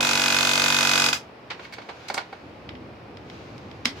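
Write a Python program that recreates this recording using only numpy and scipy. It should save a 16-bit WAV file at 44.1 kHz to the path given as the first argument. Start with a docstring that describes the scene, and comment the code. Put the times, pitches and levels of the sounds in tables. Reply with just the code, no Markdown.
"""A jammed office printer's drive gear skips 47 teeth a second, rattling the plastic case, then stalls.
A hand unlatches the side panel, which swings down and knocks against its stop; fingers tick and rub
inside and a lever snaps over. A small room answers. Air hisses throughout; a low rumble fades away
and returns once the panel is open."""
import sys
import numpy as np
from scipy import signal
from scipy.fft import rfft, irfft, next_fast_len
from scipy.io import wavfile

SR = 44100
rng = np.random.default_rng(int(sys.argv[2]) if len(sys.argv) > 2 else 0)


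def wav_out(sig):
    """Save sig, one row per channel (or a flat mono array), as 16-bit PCM at SR to the path in sys.argv[1]."""
    wavfile.write(sys.argv[1], SR, np.round(np.clip(np.atleast_2d(sig).T, -1, 1) * 32767).astype(np.int16))


N = 176400
FFT_N, RESPONSE_N = next_fast_len(N + SR), SR // 2
HZ = np.fft.rfftfreq(FFT_N, 1 / SR)
TIME_S, AGE_S = np.arange(N) / SR, np.arange(RESPONSE_N) / SR

# room decay: f/Hz, t60/s
ROOM_T60_S = [(150, 0.13), (600, 0.21), (4000, 0.17), (12000, 0.16)]
# left-right likeness: f/Hz, correlation
COHERENCE = [(100, 0.95), (300, 0.93), (600, 0.61), (1200, 0.14), (4000, 0.15)]
# air spectrum: f/Hz, level/dB
AIR_EQ = [(25, -32), (70, 1.5), (130, 3.5), (500, 7), (900, 3), (1700, -4), (2500, -4.5), (3400, -12.5),
          (5200, -16.5), (6500, -29), (9000, -35), (15800, -39)]
# rumble spectrum: f/Hz, level/dB
RUMBLE_EQ = [(25, -41), (65, -0.5), (115, 4.5), (170, -1), (300, 0.5), (600, -9), (1200, -16), (2500, -68)]
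# rumble envelope: t/s, level/dB
RUMBLE_DB = [(0, -47.5), (2.38, -60), (2.44, -45.5), (2.62, -46), (2.7, -42), (2.95, -45.5), (3.3, -44.5),
             (4, -43)]
# hand and hinge rub spectrum: f/Hz, level/dB
RUB_EQ = [(300, -16), (1500, 8.5), (1850, 0), (2250, 7.5), (3000, 2), (4450, 0), (5400, -5), (6500, -7),
          (9000, -25.5), (15000, -29)]
# rub envelope: t/s, level/dB
RUB_DB = [(1.5, -72), (1.64, -45), (1.69, -56), (1.87, -54.5), (2.06, -48.5), (2.3, -58.5), (3.15, -71),
          (3.33, -50), (3.46, -53), (3.58, -55), (3.8, -58), (3.94, -57), (3.97, -45)]
# finger ticks: t/s, level/dB, treble/dB
FINGER_TICKS = [(2.6898, -9.5, -20), (2.7513, -19.5, -22), (3.17, -19, -7), (3.298, -17, -9),
                (3.5782, -22, 1), (3.712, -19.5, -10), (3.8486, -9.5, -4)]
# lever snap and rebound: t/s, level/dB
LEVER_HITS = [(3.8545, 6), (3.8554, 6.5), (3.8574, -1)]
# lever spectrum: f/Hz, level/dB
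LEVER_EQ = [(100, -47), (300, -20), (900, -9), (1400, -8.5), (1820, -7.5), (2060, 0.5), (2330, -6),
            (2750, -7), (3150, -2), (4500, -7), (5150, -2.5), (6200, -15.5), (8200, -22.5), (15800, -38)]
# case modes under the lever: f/Hz, level/dB, t60/s
CASE_MODES = [(118, -38, 0.55), (174, -37.5, 0.22), (242, -15.5, 0.071), (277, -34.5, 0.34)]
# panel knocks: t/s, level/dB, bass/dB, treble/dB, rattle t60/s, ring/dB
PANEL_KNOCKS = [(1.5016, -1.5, -21, -10, .12, -14), (1.513, -7, -5, -6, 0.029, -10),
                (1.594, -12, -5, -15, 0.068, -6.5), (1.650, -17.5, -23, -6, 0.068, 1.5),
                (1.725, -12, -15, 3, 0.2, -4.5), (1.737, -17, -19, 5.5, 0.041, 3),
                (1.783, -9, 1.5, -7, 0.056, -3), (1.817, -18, -11, -5, 0.08, -5),
                (1.8878, -5, 0, -6.5, .12, -11), (2.083, -6.5, -18, 10, .052, -12),
                (2.0998, -2, 0.5, -2, 0.048, -0.5), (2.1416, 0, 2, 18.5, .042, -10),
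                (2.17, -10.5, 1, -4, 0.023, 0), (2.178, 2, -5, -3, 0.038, 1),
                (2.3278, -13, 0.5, -6, 0.075, 2)]
# panel clatter spectrum: f/Hz, level/dB
PANEL_EQ = [(60, -27), (250, -5), (800, 2.5), (1200, -2), (2300, -8), (3500, -10.5), (4400, -9),
            (9000, -32), (15000, -53)]
# hollow panel modes: f/Hz, width/Hz, level/dB
SHELL_MODES = [(805, 60, 2), (1432, 50, -3), (1560, 50, -5), (1850, 40, -8), (2210, 60, -3),
               (4630, 130, -14)]
# gear speed: t/s, tooth rate/Hz
TOOTH_RATE_HZ = [(0, 47.7), (.1, 47.7), (.13, 47.05), (.3, 47.15), (.36, 47.45), (.72, 47.55), (.8, 47.3),
                 (1.07, 47.2)]
# gear load: t/s, level/dB
LOAD_DB = [(0, -.7), (1.1, .5)]
# last slips at the stall: t/s, level/dB
STALL_SLIPS = [(1.085, -1), (1.1279, 0)]
# gear frame modes: f/Hz, width/Hz, level/dB
FRAME_MODES = [(1000, 90, -8), (1180, 120, -12), (1400, 70, -1), (1520, 50, 1.5), (1820, 60, -6),
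               (2100, 80, -8), (2440, 60, -1), (2550, 60, 2), (3680, 120, -6)]
# tooth chirp filter: f/Hz, level/dB
CHIRP_EQ = [(2550, 0), (3100, -7), (3650, 0)]
# tooth snap spectrum: f/Hz, level/dB
SNAP_EQ = [(60, -57), (1100, -1), (1700, -3), (3000, -0.5), (4200, -3), (5050, -0.5), (5700, -2),
           (6700, -4.5), (7500, -10.5), (7900, -11), (10500, -18), (13000, -17), (15800, -36)]
# tooth scrape spectrum: f/Hz, level/dB
GRIT_EQ = [(30, -30), (250, -15.5), (700, -1), (1500, 1), (2500, -3.5), (7200, -4), (8000, -10.5),
           (15800, -26.5)]
# thin ring after each rebound: t/s, level/dB
SQUEAL_DB = [(0, -33), (.7, -27), (.95, -19.5), (1.13, -18)]
# case drone: multiple of tooth rate, level/dB
DRONE_ORDERS = [(2, -14), (3, -4.5), (4, -15), (5, 0), (6, -4), (7, -6), (8, -13), (9, -14), (10, -6),
                (11, -5), (12, -13), (13, -5), (14, -4), (15, -8), (16, -10), (17, -11), (18, -5), (19, -2),
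                (20, -8), (21, -4)]
# gear balance: f/Hz, left minus right/dB
GEAR_PAN_DB = [(700, 3), (1400, -2), (2600, -4), (3700, -3.5), (5000, 3.5), (6700, 6.5), (9000, 4.5),
               (13000, 8)]


def amp(db):
    """dB to gain."""
    return 10 ** (np.asarray(db) / 20)


def unit(x):
    """Scale to rms 1."""
    return x / np.sqrt(np.mean(np.abs(x) ** 2) + 1e-20)


def over_hz(rows, hz=HZ):
    """Interpolate on a log frequency axis."""
    f, value = np.transpose(rows)
    return np.interp(np.log(hz + 1), np.log(f + 1), value)


def over_time(rows, t_s=TIME_S):
    """Interpolate in time."""
    return np.interp(t_s, *np.transpose(rows))


def decay(t60_s, t_s=AGE_S):
    """Exponential decay."""
    return np.exp(-np.log(1000) * t_s / np.maximum(t60_s, 1e-4))


def min_phase(db):
    """Causal unit-energy response from a gain curve."""
    cepstrum = irfft(np.log(unit(amp(db)) + 1e-6), FFT_N)
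    cepstrum[1:FFT_N // 2] *= 2
    cepstrum[FFT_N // 2 + 1:] = 0
    return np.exp(rfft(cepstrum))


def resonances(modes):
    """Causal response of modes with alternating sign."""
    return sum((-1) ** k * amp(db) * 1j * HZ * width / (hz * hz - HZ * HZ + 1j * HZ * width)
               for k, (hz, width, db) in enumerate(modes))


def shelves_db(bass_db, treble_db):
    """Gain curve of a softer or harder contact."""
    return over_hz([(700, bass_db), (2000, 0), (3000, 0), (8000, treble_db)])


def pan(db):
    """Stereo gains from left minus right."""
    return unit(amp(np.array([db, -db]) / 2).reshape(2, -1))


def spread(spectra):
    """Two unrelated spectra to stereo, alike in the bass."""
    angle = np.arccos(np.clip(over_hz(COHERENCE), -1, 1)) / 2
    mid, side = spectra[0] * np.cos(angle), spectra[1] * np.sin(angle)
    return np.array([mid + side, mid - side])


def samples(spectrum):
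    """Spectrum to samples."""
    return irfft(spectrum, FFT_N)[..., :N]


def pulses(times_s, gains):
    """Spectrum of sharp contacts, as windowed sincs."""
    centres = np.asarray(times_s)[:, None] * SR
    taps = np.floor(centres).astype(int) + np.arange(-7, 9)
    weights = np.sinc(taps - centres) * np.sinc((taps - centres) / 8) * np.asarray(gains)[:, None]
    return rfft(np.bincount((taps % FFT_N).ravel(), weights.ravel(), FFT_N))


def noise(eq):
    """Steady stereo noise, rms 1."""
    white = spread(rfft(rng.standard_normal((2, FFT_N))))
    return unit(samples(white * amp(over_hz(eq))))


def rattle(t60_s, room_db, swell_s=0.0067):
    """Stereo response to one blow: dense rattle plus room tail."""
    rise = 1 - decay(swell_s)
    near = rng.standard_normal((2, RESPONSE_N)) * decay(t60_s) * rise
    for _ in range(3):  # whiten, then restore a decaying shape
        spectrum = rfft(near)
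        flat = irfft(spectrum / (np.abs(spectrum) + 1e-9), RESPONSE_N)
        near = flat * (AGE_S < RESPONSE_N / SR / 2) * decay(10 * t60_s) * rise
    hz, t_s, bands = signal.stft(rng.standard_normal((2, RESPONSE_N)), SR, nperseg=256)
    bands = bands * decay(over_hz(ROOM_T60_S, hz)[:, None], t_s)
    tail = signal.istft(bands, SR, nperseg=256)[1][:, :RESPONSE_N] * (1 - decay(0.051))
    return unit(spread(rfft(unit(near) + amp(room_db) * unit(tail), FFT_N)))


def background(air_db=-46, hum_hz=120.7, hum_db=-61):
    """Room air, faint hum, low rumble."""
    air = amp(air_db) * noise(AIR_EQ)
    hum = amp(hum_db) * np.sin(2 * np.pi * hum_hz * TIME_S)
    rumble = amp(over_time(RUMBLE_DB)) * noise(RUMBLE_EQ)
    return air + hum + rumble


def rubbing():
    """Hand and hinge rub on plastic."""
    return amp(over_time(RUB_DB)) * noise(RUB_EQ)


def lever():
    """Fingers tick on a plastic lever; it snaps over and thumps the case."""
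    eq_db = over_hz(LEVER_EQ)
    ticks = sum(pulses([t_s], [amp(db)]) * min_phase(eq_db + shelves_db(0, treble_db))
                * rattle(t60_s=0.019, room_db=-8.5) for t_s, db, treble_db in FINGER_TICKS)
    snap = sum(pulses([t_s], [amp(db)]) * rattle(t60_s=0.0115, room_db=-6.5, swell_s=0.0024)
               for t_s, db in LEVER_HITS) * min_phase(eq_db)
    ring = sum(amp(db) * np.sin(2 * np.pi * hz * AGE_S) * decay(t60_s) for hz, db, t60_s in CASE_MODES)
    thump = pulses([LEVER_HITS[0][0]], [1]) * rfft(ring * (1 - decay(0.052)), FFT_N)
    return samples((ticks + snap) * pan(db=-1) + thump)


def panel(shell_rattle_db=-5):
    """The panel unlatches and bounces on its stop; each knock rattles it and rings its hollow shell."""
    shell, knocks = resonances(SHELL_MODES), 0
    for t_s, db, bass_db, treble_db, t60_s, ring_db in PANEL_KNOCKS:
        contact = min_phase(shelves_db(bass_db, treble_db))
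        colour = unit(contact * min_phase(over_hz(PANEL_EQ)))
        clatter = colour * rattle(t60_s, room_db=-4, swell_s=0.0074)
        ring = unit(contact * shell) * (1 + amp(shell_rattle_db) * rattle(t60_s, room_db=-7))
        knocks = knocks + pulses([t_s], [amp(db)]) * (clatter + amp(ring_db) * ring)
    return samples(knocks * pan(db=-2.5))


def case_drone(teeth, t60_s=0.42):
    """The case drones at multiples of the tooth rate, dying away at the stall."""
    drone = 0
    for order, db in DRONE_ORDERS:
        cycles = order * teeth + rng.random()
        stereo_offset = np.array([[0], [order * 0.0096]]) * rng.normal()
        drone = drone + amp(db) * np.sin(2 * np.pi * (cycles + stereo_offset))
    return drone * decay(t60_s, np.maximum(TIME_S - STALL_SLIPS[0][0], 0))


def tooth_chirp(start_hz=2150, end_hz=5400, length_s=0.005):
    """Spectrum of the rising chirp as one tooth rides over the next."""
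    progress = np.minimum(AGE_S / length_s, 1)
    hz = start_hz + (end_hz - start_hz) * progress
    envelope = np.sqrt(np.abs(np.sin(np.pi * progress))) * (1 - progress / 2)
    sweep = np.sin(2 * np.pi * np.cumsum(hz) / SR) * envelope
    return unit(rfft(sweep, FFT_N) * amp(over_hz(CHIRP_EQ)))


def frame_strike(hits, direct, highpass_hz=900):
    """Teeth ring and rattle the gear frame."""
    highpass = (1j * HZ / (highpass_hz + 1j * HZ)) ** 2
    frame = unit(resonances(FRAME_MODES) * highpass)
    return hits * frame * (direct + amp(-6) * rattle(t60_s=0.016, room_db=-0.5, swell_s=0.0025))


def tooth_snap(hits, wall_lag_s=0.0095, wall_db=-11.5):
    """Bright snap with one wall reflection."""
    snap = hits * min_phase(over_hz(SNAP_EQ)) * rattle(t60_s=0.026, room_db=5, swell_s=0.0025)
    return snap * pulses([0, wall_lag_s], [1, amp(wall_db)])


def tooth_squeal(hits, direct, hz=5020):
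    """Thin ring after each rebound."""
    ring = rfft(np.sin(2 * np.pi * hz * AGE_S) * decay(t60_s=0.025), FFT_N)
    return hits * ring * (direct + rattle(t60_s=0.026, room_db=0))


def tooth_scrape(hits):
    """One burst of gritty noise per tooth."""
    envelope = unit(np.abs(samples(hits * rfft(decay(t60_s=0.066), FFT_N))))
    grit = rfft(envelope * rng.standard_normal((2, N)), FFT_N)
    return spread(grit) * min_phase(over_hz(GRIT_EQ))


def gear(first_s=0.005, stall_s=1.07, snap_lag_s=0.0013, rebound_lag_s=0.0037, ear_lag_s=0.00013):
    """Each skipping tooth chirps, strikes the frame, snaps, rebounds and scrapes; the case drones."""
    teeth = np.cumsum(over_time(TOOTH_RATE_HZ)) / SR
    count = int(teeth[int(stall_s * SR)]) + 1
    skips_s = first_s + np.interp(np.arange(count), teeth, TIME_S)
    late_s, late_db = np.transpose(STALL_SLIPS)
    gains = amp(np.r_[over_time(LOAD_DB, skips_s), late_db])
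    skips_s = np.r_[skips_s, late_s]

    def hits(lag_s, jitter_s, db=0, scatter_db=0.3):
        """One pulse per skip, scattered in time and level."""
        timing, level = rng.standard_normal((len(skips_s), 2)).T
        return pulses(skips_s + lag_s + jitter_s * timing, gains * amp(db + scatter_db * level))

    direct = np.exp(1j * np.pi * HZ * ear_lag_s * np.array([[1], [-1]]))
    chirp = amp(1) * hits(0, jitter_s=40e-6) * tooth_chirp()
    strike = amp(4) * frame_strike(hits(0, jitter_s=40e-6) * pulses([snap_lag_s], [1]), direct)
    snap_hits = hits(snap_lag_s, jitter_s=10e-6) + hits(rebound_lag_s, jitter_s=20e-6, db=-2.5)
    snap = amp(2.5) * tooth_snap(snap_hits)
    squeal = tooth_squeal(hits(rebound_lag_s, jitter_s=20e-6, db=over_time(SQUEAL_DB, skips_s)), direct)
    scrape = amp(-32) * tooth_scrape(hits(snap_lag_s, jitter_s=185e-6))
    skipping = (chirp + strike + snap + squeal + scrape) * pan(over_hz(GEAR_PAN_DB))
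    return samples(skipping) + amp(-36) * case_drone(teeth)


def scene():
    """Stereo sum of all sources."""
    return gear() + panel() + lever() + background() + rubbing()


def record(dry, cutoff_hz=15850):
    """Brick-wall low-pass."""
    return samples(rfft(dry, FFT_N) * (HZ < cutoff_hz))


dry = scene()
out = record(dry)
wav_out(out)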